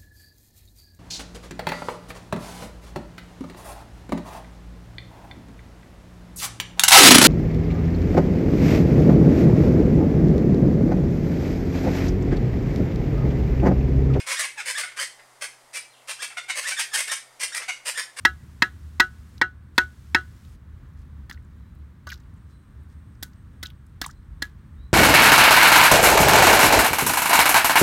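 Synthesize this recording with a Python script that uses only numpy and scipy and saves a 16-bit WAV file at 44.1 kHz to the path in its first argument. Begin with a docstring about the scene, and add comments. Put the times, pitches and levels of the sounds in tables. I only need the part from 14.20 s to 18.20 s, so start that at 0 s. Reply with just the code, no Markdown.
"""Chachalacas squabble in dense woodland, over a faint hiss, an insect's whine and a low hum.
They open with a flurry in three registers: harsh rasps of uneven clicks, thin squeals that break into
the rasp, and short falling yelps. After a second the calls thin out, and at 1.7 s a small bird chirps
far off. The quarrel flares up again, thickest from 2.3 to 2.9 s, then goes on in short bursts.
Throughout, trunks and leaves scatter the calls."""
import sys
import numpy as np
from scipy import signal
from scipy.fft import rfft, irfft, next_fast_len
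from scipy.io import wavfile

SR = 44100
rng = np.random.default_rng(int(sys.argv[2]) if len(sys.argv) > 2 else 0)


def inscribe(sig):
    """Save sig as 16-bit PCM at rate SR to the path in sys.argv[1].

    A 1-D sig is mono; a 2-D sig holds one channel per row.
    Samples are clipped to [-1, 1] before scaling.
    """
    pcm = np.round(np.clip(np.atleast_2d(sig).T, -1, 1) * 32767)
    wavfile.write(sys.argv[1], SR, pcm.astype(np.int16))


N = 176400  # 4 s
TOP_HZ = 15750  # ceiling for the harmonics and the recorder


def undb(db):
    """Decibels to gain."""
    return 10 ** (np.asarray(db) / 20)


def unit(x):
    """Scale to rms 1."""
    return x / np.sqrt(np.mean(x ** 2) + 1e-18)


def noise(n):
    """Up to a second of white noise."""
    return rng.standard_normal(SR)[:n]


def wander(n, rate):
    """Random modulator: glides to a new value `rate` times a second, spread near 1."""
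    knots = rng.standard_normal(2048)
    return np.interp(np.arange(n) * rate / SR, np.arange(len(knots)), knots)


def colour(x, points, treble_db=0):
    """Minimum-phase EQ through (f/Hz, level/dB) points, with a treble shelf."""
    size = next_fast_len(len(x) + 4096, real=True) * 2
    f = np.maximum(np.arange(size // 2 + 1) * SR / size, 1)
    hz, db = np.array(points, float).T
    shelf_db = treble_db * f ** 2 / (f ** 2 + 3500 ** 2)
    curve_db = np.interp(np.log(f), np.log(hz), db) + shelf_db
    cepstrum = irfft(np.log(undb(curve_db)))
    cepstrum[1:size // 2] *= 2  # folded, so nothing rings ahead of an attack
    cepstrum[size // 2 + 1:] = 0
    return irfft(rfft(x, size) * np.exp(rfft(cepstrum)))[:len(x)]


# EQ of the hiss (f/Hz, level/dB)
HISS_EQ = [(30, -7), (66, -21), (110, -13), (190, -14.5), (240, -9.5), (440, -3), (560, 1), (790, 2),
           (1290, -1), (1650, -5), (2070, -1), (2400, -9.5), (6500, -11), (9190, -9), (15500, -26)]
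# partials of the hum (f/Hz, level/dB)
HUM_PARTIALS = [(126, -74), (252, -82)]
def background():
    """The bed: soft woodland hiss, a thin flickering insect whine and a steady low hum."""
    hiss_db, sway_db = -56, .4
    insect_hz, insect_db = 4850, -71.5
    t = np.arange(N) / SR
    hiss = unit(colour(rng.standard_normal(N), HISS_EQ)) * undb(hiss_db + sway_db * wander(N, 5.05))
    insect = undb(insect_db) * unit(wander(N, rate=80) * np.sin(2 * np.pi * insect_hz * t))
    hum = sum(undb(db) * unit(np.sin(2 * np.pi * hz * t)) for hz, db in HUM_PARTIALS)
    return hiss + insect + hum


def reflections(delay, t60, per_s):
    """Half a second of dying random reflections with unit energy."""
    t = np.arange(SR // 2) / SR
    hits = rng.standard_normal(len(t)) * (rng.random(len(t)) < per_s / SR)
    train = hits * (t > delay) * np.exp(-np.log(1000) * t / t60)
    return train / np.linalg.norm(train)


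def stems(x, wet_db, t60):
    """Stems around a moving bird scatter every note in its own way, keeping its energy."""
    response = undb(wet_db) * reflections(0, t60, per_s=2000)
    response[0] += 1  # direct sound
    scattered = signal.fftconvolve(x, response)
    return scattered * np.linalg.norm(x) / np.linalg.norm(scattered)


# reverb of foliage, then far trees (pre-delay/s, t60/s, level/dB, low cut/Hz, high cut/Hz, echo rate/Hz)
TREE_ECHOES = [(0.009, 0.284, -7, 1530, 12250, 4340), (0.027, 0.813, -31, 780, 6700, 6400)]
def woodland(note):
    """One note heard past near stems, with its own echoes from the foliage and from far trees."""
    response = np.zeros(SR // 2)
    for delay, t60, db, low_hz, high_hz, per_s in TREE_ECHOES:
        band = signal.butter(2, [low_hz, high_hz], "bandpass", fs=SR, output="sos")
        echo = signal.sosfilt(band, reflections(delay, t60, per_s))
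        response += undb(db) * echo / np.linalg.norm(echo)
    response[0] += 1
    near = stems(note, wet_db=-0.5, t60=0.065)[:SR // 4]
    return signal.fftconvolve(near, response / np.linalg.norm(response))


# breakpoints of the chirp (t/s, f/Hz, level/dB)
CHIRP_CURVE = [(1.698, 4070, -65), (1.71, 4200, -53), (1.723, 4280, -63.5), (1.738, 3350, -51.5),
               (1.755, 2680, -54), (1.775, 2620, -76.5)]
def small_bird():
    """One distant whistle that drops steeply, blurred by the leaves."""
    t = np.arange(N) / SR
    when, hz, db = np.array(CHIRP_CURVE).T
    tone = np.sin(2 * np.pi * np.cumsum(np.interp(t, when, hz)) / SR)
    env = np.interp(t, when, undb(db), left=0, right=0)
    return stems(tone * env, wet_db=7, t60=0.36)[:N]


def envelope(length, attack):
    """Time axis and fluttering envelope of one note; the release is centred on the note's end."""
    half_release_s, flutter_db = 0.0091, 1.5
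    t = np.arange(int((length + half_release_s) * SR)) / SR
    flutter = unit(undb(flutter_db * wander(len(t), rate=239)))
    release = np.clip((length + half_release_s - t) / (2 * half_release_s), 0, 1)
    return t, flutter * np.minimum(t / attack, 1) * release


def buzz(hz, waver, breath_db):
    """The syrinx beats regularly: wavering harmonics give way in the treble to a puff of air a cycle."""
    rolloff_hz = 2600
    hz = hz * (1 + waver * wander(len(hz), rate=528))
    phase = 2 * np.pi * np.cumsum(hz) / SR
    harmonics = range(1, int(TOP_HZ / hz.mean()) + 1)
    tone = sum(np.cos(k * phase) / np.hypot(1, k * hz / rolloff_hz) for k in harmonics)
    breath = (1 + np.cos(phase)) * noise(len(hz))
    return unit(tone) + undb(breath_db) * unit(breath)


# throat EQ of a yelp (f/Hz, level/dB)
YELP_EQ = [(250, -31), (730, -14), (1100, -5), (1500, -3), (1850, -2.5), (2250, 3.5), (3000, -7),
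           (4500, -9), (7000, -10), (8800, -6), (11500, -22), (16000, -38)]
# yelp cues (t/s, length/s, attack/s, level/dB, first f/Hz, last f/Hz, waver/share of pitch, treble/dB)
YELP_CUES = [(0.354, 0.064, 0.033, -30.5, 1029, 657, 0.075, -3),
             (.626, 0.03, 0.0097, -30.5, 810, 686, 0.063, -10),
             (0.707, 0.024, 0.014, -44, 790, 730, 0.079, -4),
             (2.099, 0.034, 0.0059, -43.5, 842, 756, 0.11, -7),
             (2.165, 0.0274, 0.0077, -27.5, 775, 687, 0.029, -7.5),
             (2.274, 0.0386, 0.028, -22, 807, 725, 0.05, 2), (2.509, 0.0248, 0.01, -25, 786, 731, 0.049, 2),
             (3.404, 0.035, 0.025, -36, 764, 696, 0.041, 5),
             (3.476, .033, 0.01, -25, 767.6, 727, 0.031, -3.5)]
def yelps():
    """Short honking notes that scoop up, then fall in pitch."""
    scoop_depth, scoop_s = 0.31, 0.0039
    out = np.zeros(N)
    for start, length, attack, db, first_hz, last_hz, waver, treble_db in YELP_CUES:
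        t, env = envelope(length, attack)
        env *= np.minimum(t / attack, 1)  # a second ramp eases the note in
        fall_hz = first_hz + (last_hz - first_hz) * t / length
        scoop = 1 - scoop_depth * np.exp(-t / scoop_s)
        source = buzz(fall_hz * scoop, waver, breath_db=0.5)
        voice = unit(colour(source, YELP_EQ, treble_db))
        add(out, start, woodland(undb(db) * env * voice))
    return out


# throat EQ of a squeal (f/Hz, level/dB)
SQUEAL_EQ = [(500, -43), (1200, 2.5), (1800, -5), (3500, -7.5), (5300, -8), (7000, -9.5), (8900, -7.5),
             (11000, -20), (16000, -34)]
# squeal cues (t/s, length/s, level/dB, first f/Hz, middle f/Hz, last f/Hz)
SQUEAL_CUES = [(0.148, 0.066, -27, 1446, 1900, 2046), (.543, 0.039, -27, 1412, 1790, 1770),
               (0.785, 0.014, -24.5, 1666, 1616, 1524), (1.985, 0.042, -33.5, 1198, 1761, 1649),
               (2.436, 0.048, -27, 1336, 1840, 1936), (2.561, 0.032, -25, 1708, 1766, 1590),
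               (2.711, .05, -27.5, 1754, 1700, 1493), (2.883, 0.032, -28.5, 1410, 1827, 1780),
               (3.316, 0.028, -30.5, 1130, 1834, 1658), (3.741, 0.035, -33, 1337, 1752, 1730)]
def squeals():
    """A thin high note bends through three pitches just before the voice breaks."""
    out = np.zeros(N)
    for start, length, db, *pitches in SQUEAL_CUES:
        t, env = envelope(length, attack=0.56 * length)
        arch = np.polyfit([0, 0.52, 1], pitches, 2)
        source = buzz(np.polyval(arch, t / length), waver=0.0288, breath_db=-7)
        voice = unit(colour(source, SQUEAL_EQ))
        add(out, start, woodland(undb(db) * env * voice))
    return out


def nasal(x, hz):
    """One narrow throat resonance, mixed in with the dry voice."""
    width_hz, mix_db = 480, 2.5
    return x + undb(mix_db) * signal.lfilter(*signal.iirpeak(hz, hz / width_hz, fs=SR), x)


# throat EQ of a rasp (f/Hz, level/dB)
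RASP_EQ = [(150, -31), (370, -20), (500, -8.5), (610, -4.5), (760, -10.5), (1030, 0.5), (1280, -2.5),
           (1550, 0), (2100, 0), (2800, -1.5), (3900, -5), (5000, -1.5), (7200, -6), (8800, 0.5),
           (10500, -8), (12500, -18), (16000, -28)]
# rasp cues (t/s, length/s, attack/s, level/dB, nominal clap rate/Hz, treble/dB, nasal f/Hz)
RASP_CUES = [(-.04, 0.042, 0.012, -30.5, 522.3, -9, 2380), (0.058, .088, 0.038, -25, 548.2, 0, 2080),
             (0.184, 0.036, .008, -24.5, 534.5, 6.5, 1940),
             (0.223, 0.039, 0.0048, -28.5, 541.6, -4.5, 2050), (0.449, 0.068, 0.027, -26, 527, 2, 1940),
             (0.575, .04, 0.0041, -26, 530.8, 3, 1830), (0.761, 0.025, 0.024, -27, 538, -2.5, 1960),
             (0.796, 0.04, 0.0021, -26, 539.7, 3, 1890), (0.985, 0.024, 0.013, -47, 511, -23, 1880),
             (1.208, 0.05, 0.014, -30.5, 489.3, 0.5, 2070), (1.529, 0.051, 0.021, -29.5, 501.3, 0, 2370),
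             (1.872, .046, 0.021, -29, 503.3, 1, 2560), (2.018, 0.034, 0.0054, -27.5, 536.5, 2, 2420),
             (2.35, 0.051, 0.017, -27, 521.7, 2.5, 2090), (2.42, 0.032, 0.0088, -35.5, 541, 4, 2270),
             (2.465, 0.035, 0.02, -25, 547.7, 4.5, 2060), (2.504, 0.016, 0.0051, -27.5, 739, 5, 2140),
             (2.582, 0.037, 0.012, -23.5, 809.3, 5, 2280), (2.731, 0.0368, 0.014, -22, 812, 7.5, 1680),
             (2.77, 0.045, 0.0036, -24.5, 524.3, 6, 2160), (2.873, 0.02, 0.0045, -28.5, 532, 3.5, 2223),
             (2.911, 0.028, .005, -23, 522.5, 4, 2000), (3.194, 0.058, 0.019, -26, 522.3, 5, 2080),
             (3.345, 0.038, 0.0037, -26, 535.3, 5, 2030), (3.392, 0.038, 0.0064, -38.5, 519, -23, 2150),
             (3.647, .052, 0.036, -24, 504, 5, 2170), (3.769, 0.037, 0.0096, -25.5, 513, 1, 1850),
             (3.961, 0.063, 0.024, -30.5, 529, 0.5, 1870)]
def rasps():
    """Sharp claps of the syrinx, uneven in time and size and slowing a little, ring the throat."""
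    jitter, slowing, shimmer_db, breath_db = .17, 0.0999, 5.5, -6
    out = np.zeros(N)
    for start, length, attack, db, clap_hz, treble_db, nasal_hz in RASP_CUES:
        t, env = envelope(length, attack)
        slips, strengths = rng.standard_normal((2, 128))
        claps, at = np.zeros(len(t)), 0
        for slip, size in zip(slips, undb(shimmer_db * np.tanh(strengths))):
            at += np.exp(jitter * slip + slowing * (at / length - .5)) / clap_hz
            if at > t[-1]:
                break
            claps += size * np.sinc((t - at) * SR)
        source = unit(claps) + undb(breath_db) * noise(len(t))
        voice = unit(colour(nasal(source, nasal_hz), RASP_EQ, treble_db))
        add(out, start, woodland(undb(db) * env * voice))
    return out


def add(out, start, x):
    """Mix a sound in at `start` seconds, trimmed to the track."""
    i = int(start * SR)
    a, b = max(i, 0), min(i + len(x), N)
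    if b > a:
        out[a:b] += x[a - i:b - i]


def scene():
    """Mono mix of all the birds among the trees, over the bed."""
    return (background() + rasps() + squeals() + yelps() + small_bird())[None]


def record(dry):
    """The recorder cuts the top of the treble."""
    return signal.sosfilt(signal.ellip(10, .2, 80, TOP_HZ, fs=SR, output="sos"), dry)


dry = scene()
out = record(dry)
inscribe(out)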